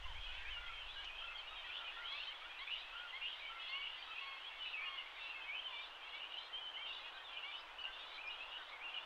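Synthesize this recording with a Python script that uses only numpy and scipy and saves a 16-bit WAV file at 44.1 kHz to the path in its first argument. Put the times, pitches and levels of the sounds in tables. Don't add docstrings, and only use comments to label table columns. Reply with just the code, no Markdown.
import sys
import numpy as np
from scipy import signal
from scipy.fft import rfft, irfft, next_fast_len
from scipy.io import wavfile
from scipy.ndimage import map_coordinates

SR = 44100
rng = np.random.default_rng(int(sys.argv[2]) if len(sys.argv) > 2 else 0)


def dump_mix(stems):
    frames = np.atleast_2d(stems).T
    limited = np.clip(frames, -1, 1)
    pcm = np.round(limited * 32767).astype(np.int16)
    wavfile.write(sys.argv[1], SR, pcm)


N = 399105

# t/s, length/s, f/Hz, glide/octaves, level/dB, hoarseness (0 = clear)
SQUEALS = [(0.142, .06, 2330, 0.33, -61, 0.5), (0.443, .07, 2500, 0.28, -55.5, 0.4),
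           (0.491, 0.12, 2930, -0.25, -54, 0.07), (0.72, .13, 3160, -0.15, -57, .05),
           (.83, .1, 3230, 0.46, -59.5, 0.28), (0.954, 0.084, 2950, 0.075, -56.5, 0.1),
           (1.041, 0.057, 2945, -.29, -56, 0.6), (1.079, 0.073, 2486, .05, -56.5, .45),
           (1.17, 0.096, 3154, -0.063, -55.5, 0.43), (1.263, 0.08, 2616, 0, -55.5, 0.2),
           (1.341, 0.085, 3174, -0.059, -54, 0.7), (1.37, .035, 4400, -0.25, -64, .4),
           (1.455, 0.19, 3710, -0.053, -64.5, 0.4), (1.465, 0.037, 2810, 0.0093, -55.5, 0),
           (1.545, 0.088, 3140, -0.21, -57.5, 0.1), (1.69, .12, 2960, 0.66, -55, 0.73),
           (1.838, 0.072, 2945, -0.19, -54, .15), (2.04, .11, 3283, 0.14, -52.5, 0.25),
           (2.168, 0.082, 2820, 0.39, -53, .45), (2.267, 0.038, 3050, .17, -51, 0),
           (2.584, .035, 3580, -0.46, -60, .8), (2.656, 0.14, 2714, .38, -51.5, 0.72),
           (2.701, 0.049, 2934, -0.039, -47, 0.4), (3.07, 0.054, 3140, 0.071, -59.5, 0.3),
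           (3.203, .1, 2570, 0.37, -56, 0.3), (3.205, 0.093, 2865, .18, -50, .2),
           (3.405, .089, 2285, -0.035, -57, 0.53), (3.452, 0.079, 3050, -.07, -57.5, 0),
           (3.678, 0.038, 4260, .15, -61, .9), (3.718, 0.074, 2850, 0.18, -49.5, 0),
           (3.809, 0.085, 2853, -0.016, -52, .55), (3.969, 0.1, 4580, -0.025, -68, 0.34),
           (4.148, .09, 2634, .25, -55, 0.63), (4.439, 0.057, 3246, .25, -55.5, 0.36),
           (4.59, 0.11, 2966, -0.072, -53.5, 0.29), (4.633, 0.093, 3970, 0, -64, 0.2),
           (4.648, 0.041, 2635, -0.11, -53.5, .15), (4.725, 0.064, 2644, -0.046, -49, 0.42),
           (4.764, 0.11, 2350, 0.2, -50.5, 0.4), (4.853, .045, 2840, -0.0053, -50, 0.14),
           (4.97, 0.047, 2810, -.12, -51, 0.47), (5.175, 0.17, 2696, 0.051, -55.5, 0.3),
           (5.329, .16, 2556, -0.073, -58, 0.25), (5.412, 0.046, 3140, 0.082, -58.5, 0.25),
           (5.472, 0.11, 2390, 0.35, -50.5, .35), (5.542, 0.068, 3020, .1, -50.5, 0.27),
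           (5.632, 0.061, 3045, -0.15, -50.5, 0.2), (5.719, 0.11, 2350, -0.016, -56, 0.03),
           (6.19, 0.094, 2886, 0.2, -54, 0.8), (6.29, 0.12, 2920, 0.16, -53, 0.67),
           (6.522, .085, 3190, .12, -51, 0.05), (6.597, 0.12, 3075, 0.081, -53.5, 0.08),
           (6.721, 0.17, 3106, .1, -54.5, 0.42), (6.857, 0.081, 2826, -0.062, -54.5, 0.4),
           (7.237, 0.077, 3490, -0.14, -59, 0.25), (7.321, 0.081, 2370, .06, -59, 0.2),
           (7.34, 0.058, 2880, 0.29, -55, 0.74), (7.424, .034, 2910, 0.12, -53, 0.14),
           (7.506, 0.11, 2990, 0.081, -56, 0.44), (7.558, .07, 5020, -0.079, -68, 1),
           (7.778, 0.051, 2950, 0.038, -53.5, 0.4), (7.832, 0.056, 2850, .02, -49.5, 0.64),
           (8.072, 0.1, 3900, 0.36, -67, 0.23), (8.175, 0.052, 2480, 0.28, -54.5, 0.42),
           (8.227, 0.076, 2400, 0.08, -52, .2), (8.253, 0.043, 5340, 0, -65.5, 1.05),
           (8.286, 0.076, 2870, 0.019, -54, 0.04), (8.396, 0.069, 2660, .16, -54.5, 0.6),
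           (8.503, 0.086, 2926, 0.033, -54, 0.88), (8.798, 0.049, 2350, 0.24, -56.5, 0.4),
           (8.83, 0.081, 2790, 0.055, -52.5, 0.1), (8.931, 0.069, 2910, -0.14, -50.5, .55)]
# t/s, length/s, f/Hz, level/dB
YELPS = [(0.403, 0.18, 3690, -70), (6.054, 0.069, 4150, -68), (6.132, .054, 4000, -64),
         (6.37, 0.13, 4120, -64.5), (7.122, 0.067, 4010, -61.5), (7.786, 0.074, 4700, -69),
         (8.294, 0.066, 4010, -63), (8.395, .06, 4080, -67)]
# t/s, length/s, second harmonic f/Hz, glide/octaves, level/dB, lift of other harmonics/dB
WHINES = [(1.637, 0.035, 1925, -0.068, -60, -1), (2.11, 0.076, 2290, 0.15, -56.5, 3.5),
          (2.59, 0.053, 2160, 0.21, -55.5, 2), (3.121, 0.065, 2117, 0.18, -54, -2.5),
          (3.67, .19, 2208, 0.16, -55.5, -1), (4.191, 0.24, 2186, -0.061, -58.5, 5),
          (4.804, 0.189, 2170, -0.0089, -59.5, 6), (5.349, 0.057, 2160, -0.021, -60.5, -2),
          (6.125, 0.062, 2270, 0.107, -58, -13), (6.764, 0.076, 2235, 0.23, -58, -10),
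          (7.434, 0.079, 2300, 0.17, -56.5, -5), (8.711, .07, 2186, -0.11, -62.5, -14)]
# t/s, length/s, f/Hz, level/dB
RASPS = [(0.199, 0.23, 3024, -54), (0.375, .17, 1950, -58.5), (0.669, .14, 2396, -58),
         (0.843, 0.21, 3430, -61.5), (1.14, .17, 3000, -60.5), (1.619, 0.23, 3037, -56),
         (2.049, 0.26, 3690, -56.5), (2.709, .15, 3490, -57), (3.219, .22, 3440, -59),
         (3.593, 0.15, 3027, -51.5), (3.818, 0.31, 3126, -58.5), (4.137, .13, 2893, -55.5),
         (4.501, 0.26, 3060, -59.5), (5.15, .18, 3480, -58), (5.669, .23, 3196, -54.5),
         (6.016, .2, 3005, -56), (6.273, 0.22, 3560, -59.5), (6.842, .18, 3333, -53.5),
         (7.035, 0.073, 2950, -53.5), (7.27, .36, 3124, -57), (7.9, .3, 3300, -56.5),
         (8.291, .28, 3050, -60.5), (8.574, .18, 3490, -61), (8.881, 0.24, 2917, -57)]
# t/s, level/dB
TWIGS = [(1.045, -53)]
# t/s, length/s, f/Hz, glide/octaves, level/dB
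PIPES = [(0.042, 0.094, 983, -0.39, -60), (0.251, 0.27, 1580, .28, -65), (0.552, 0.2, 1416, -0.086, -59),
         (0.95, 0.097, 1640, -0.0091, -59.5), (1.204, .18, 1403, 0.093, -60.5),
         (1.497, 0.072, 1285, -0.0057, -61.5), (1.657, 0.21, 1432, -.15, -62.5),
         (1.957, 0.13, 1404, 0, -57.5), (2.412, 0.059, 1352, .28, -59.5), (2.913, 0.186, 1425, 0.057, -57),
         (3.484, 0.148, 1374, -0.002, -59.5), (4.069, 0.078, 1312, 0.072, -59),
         (4.697, .27, 1252, -.06, -65.5), (5.673, 0.08, 1030, -0.22, -60.5),
         (7.13, 0.092, 1550, 0.019, -62), (7.82, 0.11, 1570, 0.02, -61.5), (8.543, 0.1, 1525, .05, -62.5)]
# multiple of the listed f, level/dB
SQUEAL_PARTIALS = [(1, 7), (2, -27.5)]
WHINE_PARTIALS = [(.5, -6), (1, 2), (1.5, -5), (2, -14)]
RASP_PARTIALS = [(1, 3.5), (1.25, -10.5), (1.5, -17), (2, -27)]
PIPE_PARTIALS = [(1, -0.5), (2, -8.5)]
# t/s, level/dB
COLONY_LEVEL = [(0, -56.5), (1.5, -57.5), (2, -54), (2.45, -55.5), (3.6, -56), (5.1, -56), (6, -60),
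                (9, -61)]
RUSH_LEVEL = [(0.0, -64), (2.19, -61.5), (2.85, -63.5), (9.05, -59.5)]
BREEZE_LEVEL = [(0.0, -58), (0.05, -52.5), (1.86, -73), (4.96, -79), (7.59, -79), (7.86, -74.5),
                (9.05, -81)]
# f/Hz, level/dB
WHINE_THROAT = [(4300, -1), (4900, -2.5)]
AIR_PATH = [(3800, 1.5), (4700, -4.5), (6000, -6.5), (9000, -17)]
# f/Hz, level/dB
CHORUS_SPECTRUM = [(700, -41), (1300, -9), (1900, -4), (2250, -5.5), (2950, -1), (3300, -1), (3800, -10.5),
                   (4600, -20.5), (7000, -45.5)]
RUSH_SPECTRUM = [(100, -20.5), (210, -28.5), (310, -12.5), (420, -11), (600, -4.5), (950, 1), (1500, -2),
                 (2000, -8), (3500, -15), (5000, -31), (9000, -55.5)]
BUFFET_SPECTRUM = [(15, 0.5), (28, -2.5), (48, -7), (70, -15), (110, -23.5), (200, -44), (500, -75)]
LEAF_SPECTRUM = [(1000, -20.5), (3000, 5.5), (6000, -2), (9000, -14), (14000, -36)]
HISS_SPECTRUM = [(1000, -3.5), (5000, -2), (8000, -2.5), (15500, -10.5)]


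def syrinx(length, pitches, partials, hoarse, waver, flutter_hz, taper):
    size = int(length * SR)
    glide = np.polyval(np.polyfit([0, .5, 1], pitches, 2), np.linspace(0, 1, size))
    hz = glide * (1 + waver * wobble(68.5, size) + 0.0394 * hoarse * wobble(799, size))
    phase = 2 * np.pi * np.cumsum(hz) / SR
    voice = sum(amp(db) * np.sin(multiple * phase) for multiple, db in partials)
    swell_db = 2.1 * wobble(43, size)
    flutter_db = 6.1 * hoarse * wobble(flutter_hz, size)
    return unit(voice * amp(swell_db + flutter_db) * signal.windows.tukey(size, taper))


def contour(hz, glide, arch):
    return hz * 2.0 ** np.array([-glide / 2 - arch, 0, glide / 2 - arch])


def squeals(unarched_hz=3002):
    out = np.zeros(N)
    for s, length, hz, glide, db, hoarse in SQUEALS:
        arch = 0.0394 * np.tanh(12 * np.log2(hz / unarched_hz))
        pitches = contour(hz, glide, arch)
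        voice = syrinx(length, pitches, SQUEAL_PARTIALS, hoarse, waver=0.0139, flutter_hz=390, taper=0.43)
        add(out, s, amp(db) * voice)
    return out


def yelps():
    out = np.zeros(N)
    for s, length, hz, db in YELPS:
        pitches = contour(hz, glide=0, arch=0.57)
        voice = syrinx(length, pitches, SQUEAL_PARTIALS,
                       hoarse=0.33, waver=0.0072, flutter_hz=800, taper=0.1)
        add(out, s, amp(db) * voice)
    return out


def whines():
    out = np.zeros(N)
    for s, length, hz, glide, db, lift_db in WHINES:
        partials = [(multiple, level + lift_db * (multiple != 1)) for multiple, level in WHINE_PARTIALS]
        pitches = contour(hz, glide, arch=0.0359)
        voice = syrinx(length, pitches, partials, hoarse=0.16, waver=0.0046, flutter_hz=160, taper=0.32)
        add(out, s, amp(db) * voice)
    return shaped(out, WHINE_THROAT)


def rasps(count=3, octaves_per_s=0.9):
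    out = np.zeros(N)
    for s, length, hz, db in RASPS:
        climb = contour(hz, octaves_per_s * length, arch=0)
        for rank, (late, *bends) in zip(np.linspace(-1, 1, count), rng.standard_normal((count, 4))):
            pitches = climb * np.exp(.11 * rank + .03 * np.array(bends))
            voice = syrinx(length, pitches, RASP_PARTIALS,
                           hoarse=.5, waver=0.01604, flutter_hz=130, taper=0.26)
            add(out, s + .01 * late, amp(db) * voice / np.sqrt(count))
    return out


def twigs(t60=0.076):
    out = np.zeros(N)
    t = np.arange(SR // 10) / SR
    for s, db in TWIGS:
        add(out, s, amp(db - 60 * t / t60) * noise(LEAF_SPECTRUM)[:len(t)])
    return out


def pipes():
    out = np.zeros(N)
    for s, length, hz, glide, db in PIPES:
        pitches = contour(hz, glide, arch=0.0791)
        voice = syrinx(length, pitches, PIPE_PARTIALS,
                       hoarse=0.45, waver=0.012, flutter_hz=270, taper=0.26)
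        add(out, s, amp(db) * voice)
    return out


def crowd(count, centre_hz, hoarse):
    out = np.zeros(N)
    starts = (np.arange(count) + rng.random(count)) * N / SR / count
    for s, (span, pitch, rise, arch) in zip(starts, rng.standard_normal((count, 4))):
        length = .11 * np.exp(.3 * span)
        slope = 0.04024 + .05 * rise
        pitches = centre_hz * np.exp(.15 * pitch + np.array([-slope, .03 * arch, slope]))
        voice = syrinx(length, pitches, [(1, 0)], hoarse, waver=0.01153, flutter_hz=300, taper=1)
        add(out, s - .05, voice)
    return unit(out)


def colony():
    voices = coloured(crowd(count=200, centre_hz=2596, hoarse=0.57), CHORUS_SPECTRUM)
    blur = noise(CHORUS_SPECTRUM)
    neighbours = coloured(crowd(count=60, centre_hz=2741, hoarse=0.18), CHORUS_SPECTRUM)
    return amp(envelope(COLONY_LEVEL) - 1.1) * (voices + amp(-0.4) * blur + amp(-9.5) * neighbours)


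def tree_echo(x, t60):
    t = np.arange(SR // 2) / SR
    build_up = 1 - np.exp(-t / 0.0036)
    tail = rng.standard_normal(len(t)) * amp(-60 * t / t60) * build_up
    return signal.fftconvolve(x, tail / np.linalg.norm(tail))[:N]


def air():
    breeze_db = envelope(BREEZE_LEVEL)
    rush = amp(envelope(RUSH_LEVEL) + 3) * noise(RUSH_SPECTRUM)
    buffet = amp(breeze_db + 4.5 + 1.5 * wobble(9, N)) * noise(BUFFET_SPECTRUM)
    leaves = amp(0.24 * breeze_db - 58) * noise(LEAF_SPECTRUM)
    return rush + buffet + leaves


def amp(db):
    return 10 ** (np.asarray(db) / 20)


def unit(x):
    return x / np.sqrt(np.mean(np.abs(x) ** 2) + 1e-20)


def envelope(points):
    s, db = np.transpose(points)
    return np.interp(np.arange(N) / SR, s, db)


def wobble(rate, size):
    return map_coordinates(rng.standard_normal(2048), [np.arange(size) * rate / SR], mode="wrap")


def filtered(x, response):
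    size = next_fast_len(N + SR // 2)
    return irfft(rfft(x, size) * response(np.fft.rfftfreq(size, 1 / SR)), size)[:N]


def shaped(x, points):
    f, db = np.transpose(points)
    return filtered(x, lambda hz: amp(np.interp(np.log(hz + 1), np.log(f), db)))


def coloured(x, spectrum):
    return unit(shaped(x, spectrum))


def noise(spectrum):
    return coloured(rng.standard_normal(N), spectrum)


def add(track, s, sound):
    part = track[max(0, round(s * SR)):][:len(sound)]
    part += sound[:len(part)]


def scene():
    nests = amp(1) * squeals() + yelps() + amp(3.5) * whines() + amp(-1.5) * rasps() + twigs()
    near = shaped(nests, AIR_PATH)
    far = amp(2) * pipes()
    echo = tree_echo(amp(-8.5) * near + amp(-14.5) * far, t60=0.5)
    return (near + far + echo + colony() + air())[None]


def record(dry):
    hiss = amp(-83.5) * noise(HISS_SPECTRUM)
    return filtered(dry[0] + hiss, lambda hz: hz < 15750)[None]


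dry = scene()
out = record(dry)
dump_mix(out)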